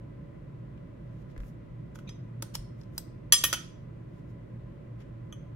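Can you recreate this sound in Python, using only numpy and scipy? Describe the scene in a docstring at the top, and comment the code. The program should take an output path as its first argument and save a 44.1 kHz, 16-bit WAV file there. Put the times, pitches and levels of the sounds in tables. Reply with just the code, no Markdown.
"""Serving cake at a small table

Close stereo pair in a small room. Behind the cutlery an appliance rumbles: shaped noise with wavering tones.
A spoon is lifted from a ceramic plate, scrapes and taps a steel fork, then is dropped on the rim, where it
clinks and bounces twice. At the end the fork goes through the cake and touches the plate.
Contacts are noise clicks and decaying modes of steel, ceramic and a plastic tray; slides are uneven noise.
"""
import sys
import numpy as np
from scipy import signal
from scipy.fft import rfft, irfft
from scipy.io import wavfile

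SR = 44100
rng = np.random.default_rng(int(sys.argv[2]) if len(sys.argv) > 2 else 0)


def bounce(signal):
    """Save signal as a 16-bit WAV file at the path given by the first command-line argument."""
    frames = np.transpose(np.atleast_2d(signal))
    limited = np.clip(frames, -1, 1)
    pcm = np.round(limited * 32767).astype(np.int16)
    wavfile.write(sys.argv[1], SR, pcm)


N = 244755
TIME = np.arange(N) / SR
FREQ = np.maximum(np.arange(N // 2 + 1) * SR / N, 1)

# Rumble of appliance and ventilation. Each row: frequency in Hz, relative density in dB per Hz.
AIR_SPECTRUM = [(22, -24.5), (48, -5.5), (85, -12.5), (125, -2), (170, -6), (250, -15), (330, -13.5),
                (430, -22), (580, -19), (760, -32.5), (1100, -32.5), (2400, -42), (5000, -57.5),
                (15000, -68)]
AIR_DB = -45
# Stereo width of the rumble. Each row: frequency in Hz, side against mid in dB.
AIR_SIDE = [(60, -13.5), (120, -23), (200, -10.5), (380, 0), (700, 4), (2000, -1), (15000, 0.5)]
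# Lean of the background to one side. Each row: frequency in Hz, left minus right in dB.
AIR_LEAN = [(60, -1.5), (110, 0.0), (200, -2.5), (380, -3.5), (700, -0.5), (1290, 3.5), (2380, -0.5),
            (4400, 1.5), (8120, 1.5), (15000, -0.5)]
# Motor hum and fan whine. Each row: frequency in Hz, level in dB, width at half amplitude in Hz.
HUM_TONES = [(59.3, -65.5, 2.006), (117.1, -48, 5.6), (565, -72, 9), (1012.4, -73.5, 51), (1990, -78.5, 95)]

# Decay of the room. Each row: frequency in Hz, t60 in s.
ROOM_DECAY = [(200, 0.219), (1500, 0.404), (5000, 0.44), (9000, 0.3), (15000, 0.17)]
ROOM_DB, ROOM_BUILDUP_S = -12.5, 0.01

# Soft low thumps as the hands move. Each row: start in s, level in dB.
HAND_BUMPS = [(1.379, -33.5), (1.402, -31.5), (2.587, -34.5)]
TABLE_HZ, TABLE_T60_S = 47, 0.23

# The next five tables are modes of struck objects.
# Plastic tray under the plate. Each row: frequency in Hz, level in dB, t60 in s, lead of the left in rad.
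TRAY_MODES = [(345, -11, 0.04, .2), (568, -7.5, 0.039, 0.25), (947, -5, .02, 0.5), (1298, 0, 0.024, -0.23),
              (1466, 1, 0.027, 0.31), (1614, -6, 0.0064, -.4), (1890, -9, .02, -.3),
              (2630, -9.5, 0.016, -.5)]
# Ceramic plate. Each row: frequency in Hz, level in dB, t60 in s, lead of the left in rad.
PLATE_MODES = [(1188, 1.5, .055, -.2), (1853, -1.5, .09, -.2), (2300, -15, .1, -.8), (2500, -4.5, .08, -.8),
               (2650, -13, .13, -.8), (3031, -4, .12, -.4), (3125, -7, .11, -.1), (3250, 1, .07, -.3),
               (3322, 1, .14, -.4), (3420, 5, .04, -.2), (3560, -8, .035, 0), (4199, -18, .12, .6),
               (4613, -13, .045, -1.8), (4850, -9, .06, -1), (6200, 4, .05, .2), (6350, -4, .07, .2),
               (6860, -4, .04, .9), (7250, -8, .05, .9)]
# Steel fork, damped by the hand. Each row: frequency in Hz, level in dB, t60 in s, lead of the left in rad.
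FORK_MODES = [(900, 3, .028, .5), (1520, 3, .014, -.5), (3300, -7, .014, -.5), (4330, 1.5, .018, 3),
              (4750, 0, .018, 2.5), (5050, -2, .023, -1), (5380, 5, .022, 1.5), (5900, -1, .018, -1),
              (6950, 2, .015, 3), (8650, 6, .018, 2.5), (9050, 6, .022, 2.5), (10050, 7, .02, -2),
              (11200, 0, .025, -1.5), (13770, 0, .015, 2), (15330, 6, .015, -1.5)]
# Spoon gripped in the fingers. Each row: frequency in Hz, level in dB, t60 in s, lead of the left in rad.
HELD_SPOON_MODES = [(4020, -3, .025, 2), (4650, -2, .02, 2.5), (4990, 5, .025, -1), (6080, 1, .018, -1),
                    (7200, -7, .02, 2), (7740, -8, .086, 2), (8150, -13, .1, 2.5), (8580, 5, .018, 2.5),
                    (9950, -2, .018, -2), (11000, -6, .02, -1.5), (12500, -4, .02, 1), (13250, -14, .12, 1),
                    (13780, 9, .015, 2), (14150, 7, .012, 2), (15600, -3, .02, -1.5)]
# The same steel spoon, not gripped. 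Each row: frequency in Hz, level in dB, t60 in s, lead of the left in rad.
SPOON_MODES = [(5080, -10, .15, -2.3), (5902, -1, .09, -.7), (6011, 6.5, .1, -.6), (7497, -10.5, .22, 1.6),
               (7720, -9, .06, 1.0), (8285, -13, .09, 2.6), (9071, 4.5, .045, -3.14), (9800, -5, .06, -2.2),
               (10313, -10, .13, -1.5), (10490, -9, .13, -1.5), (11241, -1.5, .07, -.4),
               (12323, -4, .13, .7), (13374, -14, .08, 2.5), (13730, -20, .1, 1.5), (15330, -4, .06, -2.1),
               (15670, -11, .09, -2.1)]

# Contact noise before its tilt. Each row: frequency in Hz, relative density in dB per Hz.
CLICK_SPECTRUM = [(200, -12.5), (750, -8.5), (1500, -1.5), (2200, -3), (3200, 1), (4300, -2), (5300, 0),
                  (7000, -1.5), (8500, -10), (12000, -2.5), (14000, -15), (16000, -14)]
# A harder contact clicks brighter: no tilt at this cut-off, and so many dB per octave per octave above it.
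NEUTRAL_CUT_HZ, HARDNESS_TILT_DB = 13500, 3.5
SLIDE_DB = -14.5  # slide into a contact, against that contact's strength

# Faint sliding of fingers on the fork, or of the fork in the cake.
# Each row: start in s, length in s, level at the end in dB, tilt in dB per octave.
FAINT_SCRAPES = [(0.98, 0.25, -76.5, -2.5), (4.058, 0.14, -77, -2), (4.25, 0.06, -77, 0),
                 (1.275, 0.039, -67, -5), (1.364, 0.13, -69, 4.5), (2.908, 0.074, -69, 3),
                 (4.977, 0.044, -62.5, -6.5)]
# Ticks of the fork in the cake or the fingers.
# Each row: start in s, level in dB, resonance in Hz, Q, t60 in s, tilt in dB per octave.
FORK_TICKS = [(0.775, -52, 2900, 2.7, 0.03, -7.5), (1.363, -39.5, 1750, 1.7, 0.025, -10),
              (1.3774, -39.5, 1550, 1.1, 0.016, -1), (1.4025, -42.5, 1550, 1.3, 0.019, -4),
              (1.4333, -44.5, 1780, 0.69, 0.021, -10), (5.003, -55, 1980, 1.1, 0.097, -3)]
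# Dull knocks on the tray as the cutlery is handled.
# Each row: time in s, strength in dB, contact cut-off in Hz, slide into the knock in s.
TRAY_KNOCKS = [(1.9562, -44.5, 10980, 0.013), (1.989, -46, 4510, 0.0038)]

# The fork tines reach the plate through the cake.
TOUCH_S, TOUCH_DB, TOUCH_CUT_HZ = 5.3245, -54.5, 11000

# The spoon is picked up: it slides along the rim and pings as it leaves.
LIFT_S, LIFT_SLIDE_S, LIFT_DB, LIFT_CUT_HZ = 2.0913, .022, -41.5, 5160
# Resonances of the rubbed rim. Each row: frequency in Hz, Q, level in dB.
RIM_RESONANCES = [(2470, 6.2, -1), (3700, 6.3, -0.5), (6190, 30, 2)]

# Spoon against fork. Each row: time in s, strength in dB, place on the fork in bending half-waves at 1 kHz,
# contact cut-off in Hz, fork ring, spoon ring and tray ring in dB against the strength,
# slide into the tap in s, send to the room in dB.
FORK_TAPS = [ (2.4235, -29.5, 2.34, 17000, -5.5, -17, -1.5, 0.0018, 2),
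             (2.552, -28, 0.45, 12600, -3, -18, -9, 0.015, -5.5),
             (2.813, -58, 0.33, 5500, 4, -3, -20, 0.053, 2), (2.834, -62, 0.37, 5500, 1, -3, -20, 0.01, -5),
             (2.979, -31.5, 3.3, 26000, -11.5, -1, -16, 0.00019, -4)]

# The dropped spoon lands and bounces. Each row: time in s, strength in dB, contact cut-off in Hz,
# place on the spoon and on the plate in bending half-waves at 1 kHz,
# spoon ring, plate ring, tray ring and first crack in dB against the strength, time to first rebound in s,
# level step per rebound in dB, lower and upper hollow in the clatter in Hz.
SPOON_LANDINGS = [ (3.3230, -11.5, 21000, 2.70, 7.86, 1.5, -7.5, -30, 4, .0108, -6.5, 5520, 11800),
                  (3.4382, -14, 18200, 6.80, 0.66, -6, -11, -12, 2.16, 0.011, -10, 4330, 6460),
                  (3.5279, -18.5, 14900, 0.23, 6.8, -10.5, -13.5, -7, 1.3, .0078, -5.5, 3890, 11550)]
# Every landing chatters: factors per rebound on the gap and on the contact cut-off.
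REBOUND_SHRINK, REBOUND_SOFTENING = .7, .7
REBOUND_CLICK_DB = 3.5  # click of a rebound against its strength

TOP_HZ = 15900


def undb(db):
    """Decibels to gain."""
    return 10 ** (np.asarray(db) / 20)


def along(points, hz):
    """Read (Hz, value) points on a log-frequency axis."""
    f, value = np.transpose(points)
    return np.interp(np.log(hz), np.log(f), value)


def noise(gain):
    """Two unrelated noises of joint rms 1 with the given relative gain at each frequency."""
    x = irfft(rfft(rng.standard_normal((2, N))) * gain, N)
    return x / x.std()


def left_right(mid, side):
    """Turn a mid and a side signal into left and right."""
    return np.array([mid + side, mid - side])


def add(out, s, sound):
    """Mix a sound in at time s."""
    i = int(s * SR)
    out[:, i:i + sound.shape[1]] += sound[:, :N - i]


def fade(t, t60):
    """Exponential decay, 60 dB down after t60."""
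    return np.exp(-np.log(1000) * t / t60)


def band(x, hz, q):
    """Pass a sound through one resonance."""
    return signal.lfilter(*signal.iirpeak(min(hz, SR / 2 - 1), q, fs=SR), x)


def hollow(x, hz, q=9):
    """Take a band out of a sound."""
    return signal.lfilter(*signal.iirnotch(min(hz, SR / 2 - 1), q, fs=SR), x)


def appliance(hum_side=0.17):
    """A steady rumble, nearly alike on both sides in the bass, with wavering motor and fan tones."""
    mid, side = rfft(noise(undb(along(AIR_SPECTRUM, FREQ))))
    width = undb(along(AIR_SIDE, FREQ))
    out = undb(AIR_DB) * irfft(left_right(mid, width * side) / np.hypot(1, width), N)
    for hz, db, width_hz in HUM_TONES:
        mid, side = noise(1 / (1 + (2 * (FREQ - hz) / width_hz) ** 2))
        out = out + undb(db) * left_right(mid, hum_side * side)
    lean_db = np.array([[1], [-1]]) * along(AIR_LEAN, FREQ) / 2
    return irfft(rfft(out) * undb(lean_db), N)


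def room(x):
    """Diffuse echoes from the walls, unrelated left and right; each frequency band dies at its own rate."""
    t = TIME[:int(.7 * SR)]
    centres = np.geomspace(200, 16000, 8)
    white, tail = rfft(rng.standard_normal((2, N))), 0
    for hz, share in zip(centres, np.eye(len(centres))):
        # overlapping triangles on a log-frequency axis
        weight = np.interp(np.log(FREQ), np.log(centres), share)
        tail = tail + irfft(white * weight, N)[:, :len(t)] * fade(t, along(ROOM_DECAY, hz))
    tail = tail * np.clip(t / ROOM_BUILDUP_S, 0, 1) ** 2
    tail = tail / np.sqrt(np.sum(tail ** 2) / 2)
    return undb(ROOM_DB) * signal.fftconvolve(x, tail, axes=1)[:, :N]


def wash(x, share, width_hz):
    """Blur a share of each ringing tone into a band of noise, by slow random modulation."""
    share = np.clip(share, 0, 1)
    waver = noise(1 / (1 + (FREQ / width_hz) ** 4))
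    return x * (np.sqrt(1 - share) + np.sqrt(share) * waver)


def sway(hz, t60):
    """One low, damped swing of the table top."""
    t = TIME[:SR // 2]
    return fade(t, t60) * np.sin(2 * np.pi * hz * t)[None]


def table(thud_hz=70, thud_db=-27, thud_t60=0.17):
    """The table top sways briefly under each bump of the hands and each landing of the spoon."""
    out = np.zeros((2, N))
    for s, db in HAND_BUMPS:
        add(out, s, undb(db) * sway(TABLE_HZ, TABLE_T60_S))
    for s, db, *_ in SPOON_LANDINGS:
        add(out, s, undb(db + thud_db) * sway(thud_hz, thud_t60))
    return out


def ring(modes, place=0, cut_hz=20000, node_db=-12, pan_db=0):
    """Struck modes. A blow near a node barely wakes that mode; each reaches the two microphones out of step."""
    t, out = TIME[:SR // 2], 0
    for hz, db, t60, lead in modes:
        # bending waves shorten with the square root of frequency
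        reach = np.hypot(np.cos(np.pi * place * np.sqrt(hz / 1000)), undb(node_db))
        # a soft, long contact cannot drive the fast modes
        push = 1 / np.hypot(1, (hz / cut_hz) ** 4)
        # whatever touches the object detunes it a little
        hz = hz + 3 * rng.standard_normal()
        phase = 2 * np.pi * (hz * t + rng.random()) + np.array([[lead], [-lead]]) / 2
        out = out + reach * push * undb(db) * fade(t, t60) * np.sin(phase)
    onset = 1 - fade(t, 0.0057)
    return out * onset * undb(np.array([[pan_db], [-pan_db]]) / 2)


def grit(envelope, tilt_db, side=0.94):
    """Tiny collisions of hard surfaces as shaped noise, brighter for a sharper edge."""
    n = len(envelope)
    hz = np.maximum(np.arange(n // 2 + 1) * SR / n, 1)
    tilt = tilt_db * np.log2(np.maximum(hz, 500) / 5000)
    gain = undb(along(CLICK_SPECTRUM, hz) + tilt)
    m, s = irfft(rfft(rng.standard_normal((2, n))) * gain, n) / np.sqrt(np.mean(gain ** 2))
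    return envelope * left_right(m, side * s) / np.hypot(1, side)


def click(t60, tilt_db, rise_s=0.0037):
    """The brief chatter of two hard surfaces meeting."""
    t = TIME[:SR // 6]
    return grit(fade(t, t60) * (1 - fade(t, rise_s)), tilt_db)


def brightness(cut_hz):
    """Tilt of a click in dB per octave, from the hardness of the contact."""
    return HARDNESS_TILT_DB * np.log2(cut_hz / NEUTRAL_CUT_HZ)


def slide(length, tilt_db, catch_db=1.5, release_t60=0.075):
    """A sliding edge catches unevenly, presses harder and then lets go."""
    t = TIME[:SR // 2]
    pressure = np.minimum(t / length, 1) * fade(np.maximum(t - length, 0), release_t60)
    slips = np.linspace(0, t[-1], 400)
    catches = undb(catch_db * np.interp(t, slips, rng.standard_normal(len(slips))))
    return grit(pressure * catches, tilt_db)


def lead_in(s, db, length, tilt_db=0.5):
    """The slide, if there is one, that ends in a contact at time s."""
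    out = np.zeros((2, N))
    if length > 0:
        add(out, s - length, undb(db + SLIDE_DB) * slide(length, tilt_db))
    return out


def contact(steel, place, cut_hz, steel_db, plate_db, tray_db, click_t60,
            plate_place=0, tray_cut_hz=20000, click_db=0):
    """One blow clicks and rings cutlery, plate and tray, according to where and how hard it lands."""
    out = undb(steel_db) * ring(steel, place, cut_hz)
    add(out, 0, undb(plate_db) * ring(PLATE_MODES, plate_place, cut_hz, pan_db=0.5))
    add(out, 0, undb(tray_db) * ring(TRAY_MODES, cut_hz=tray_cut_hz, pan_db=-4.0))
    add(out, 0, undb(click_db) * click(click_t60, brightness(cut_hz)))
    return out


def scrapes():
    """Faint uneven slides of the fork as it is handled."""
    out = np.zeros((2, N))
    for s, length, db, tilt_db in FAINT_SCRAPES:
        add(out, s, undb(db) * slide(length, tilt_db))
    return out


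def fork_ticks(edge_db=-9):
    """Small dull ticks of the fork in the cake or the fingers: resonant clicks with a little raw edge."""
    out = np.zeros((2, N))
    for s, db, hz, q, t60, tilt_db in FORK_TICKS:
        tick = click(t60, tilt_db)
        body = band(band(tick, hz, q), hz, q)
        add(out, s, undb(db) * (body + undb(edge_db) * tick))
    return out


def tray_knocks(hollow_hz=4400):
    """Cutlery nudged on the tray: mostly plastic, a little steel."""
    out = np.zeros((2, N))
    for s, db, cut_hz, slide_s in TRAY_KNOCKS:
        knock = contact(FORK_MODES, 0.23, cut_hz, steel_db=-17, plate_db=-23, tray_db=-1, click_t60=0.017)
        add(out, s, undb(db) * hollow(knock, hollow_hz, q=2.2))
        add(out, 0, lead_in(s, db, slide_s))
    return out


def fork_touch(damping_t60=0.22, hollow_hz=4650, knock_hz=1230, knock_db=7, knock_t60=0.074):
    """The tines knock the plate; it rings with the spoon on it, muffled by the cake and the resting fork."""
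    out = np.zeros((2, N))
    touch = contact(SPOON_MODES, 14.0, TOUCH_CUT_HZ, steel_db=0, plate_db=9, tray_db=2,
                    click_t60=0.026, plate_place=4.0, click_db=-2)
    add(out, TOUCH_S, hollow(hollow(touch, hollow_hz, q=2.8), hollow_hz, q=3))
    add(out, TOUCH_S, ring([(knock_hz, knock_db, knock_t60, 0)]))
    return undb(TOUCH_DB) * out * fade(np.maximum(TIME - TOUCH_S, 0), damping_t60)


def spoon_lift(slide_db=5, ping_t60=0.28):
    """The spoon grates along the resonant rim and pings as it leaves; the fingers damp the ping."""
    out = np.zeros((2, N))
    rub = slide(LIFT_SLIDE_S, tilt_db=-5.0, catch_db=3.5, release_t60=.025)
    rim = sum(undb(db) * band(band(rub, hz, q), hz, q) for hz, q, db in RIM_RESONANCES)
    add(out, LIFT_S - LIFT_SLIDE_S, undb(slide_db) * (rim + undb(-22) * rub))
    ping = contact(SPOON_MODES, 2.27, LIFT_CUT_HZ, steel_db=4, plate_db=-11, tray_db=-24,
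                   click_t60=0.023, plate_place=10.56, click_db=-3)
    add(out, LIFT_S, ping * fade(TIME[:ping.shape[1]], ping_t60))
    return undb(LIFT_DB) * out


def fork_taps():
    """Held fork and spoon tick, short and metallic; returns the taps and what they send to the walls."""
    out, to_walls = np.zeros((2, N)), np.zeros((2, N))
    for s, db, place, cut_hz, fork_db, spoon_db, tray_db, slide_s, room_db in FORK_TAPS:
        tap = lead_in(s, db, slide_s)
        blow = contact(FORK_MODES, place, cut_hz, fork_db, plate_db=-31, tray_db=tray_db,
                       click_t60=0.017, tray_cut_hz=1210)
        add(tap, s, undb(db) * blow)
        add(tap, s, undb(db + spoon_db) * ring(HELD_SPOON_MODES, cut_hz=cut_hz))
        out = out + tap
        to_walls = to_walls + undb(room_db) * tap
    return out, to_walls


def spoon_drop(count=3):
    """The spoon lands and bounces twice, on other spots; each landing is a crack and softer, quicker rebounds."""
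    out = np.zeros((2, N))
    for (s, db, cut_hz, place, plate_place, spoon_db, plate_db, tray_db, crack_db,
         gap, step_db, low_hz, high_hz) in SPOON_LANDINGS:
        for rebound in range(count):  # 0 is the first crack
            blow = contact(SPOON_MODES, place, cut_hz * REBOUND_SOFTENING ** rebound,
                           spoon_db, plate_db, tray_db, click_t60=.024, plate_place=plate_place,
                           click_db=REBOUND_CLICK_DB if rebound else crack_db)
            clatter = hollow(hollow(blow, low_hz), high_hz)
            add(out, s, undb(db + rebound * step_db) * clatter)
            s = s + gap * REBOUND_SHRINK ** rebound
    return out


def scene():
    """Tableware close by, its echo, and the hum of the room. Taps blur more in the echo than the rest."""
    close = spoon_lift() + spoon_drop() + tray_knocks() + fork_ticks() + fork_touch() + scrapes()
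    taps, taps_to_walls = fork_taps()
    echo = room(wash(close, share=.08, width_hz=330) + wash(taps_to_walls, share=.5, width_hz=500))
    return close + taps + echo + table() + appliance()


def record(dry):
    """The recorder cuts the top with a steep low-pass."""
    return signal.sosfilt(signal.ellip(8, .2, 70, TOP_HZ, fs=SR, output="sos"), dry)


dry = scene()
out = record(dry)
bounce(out)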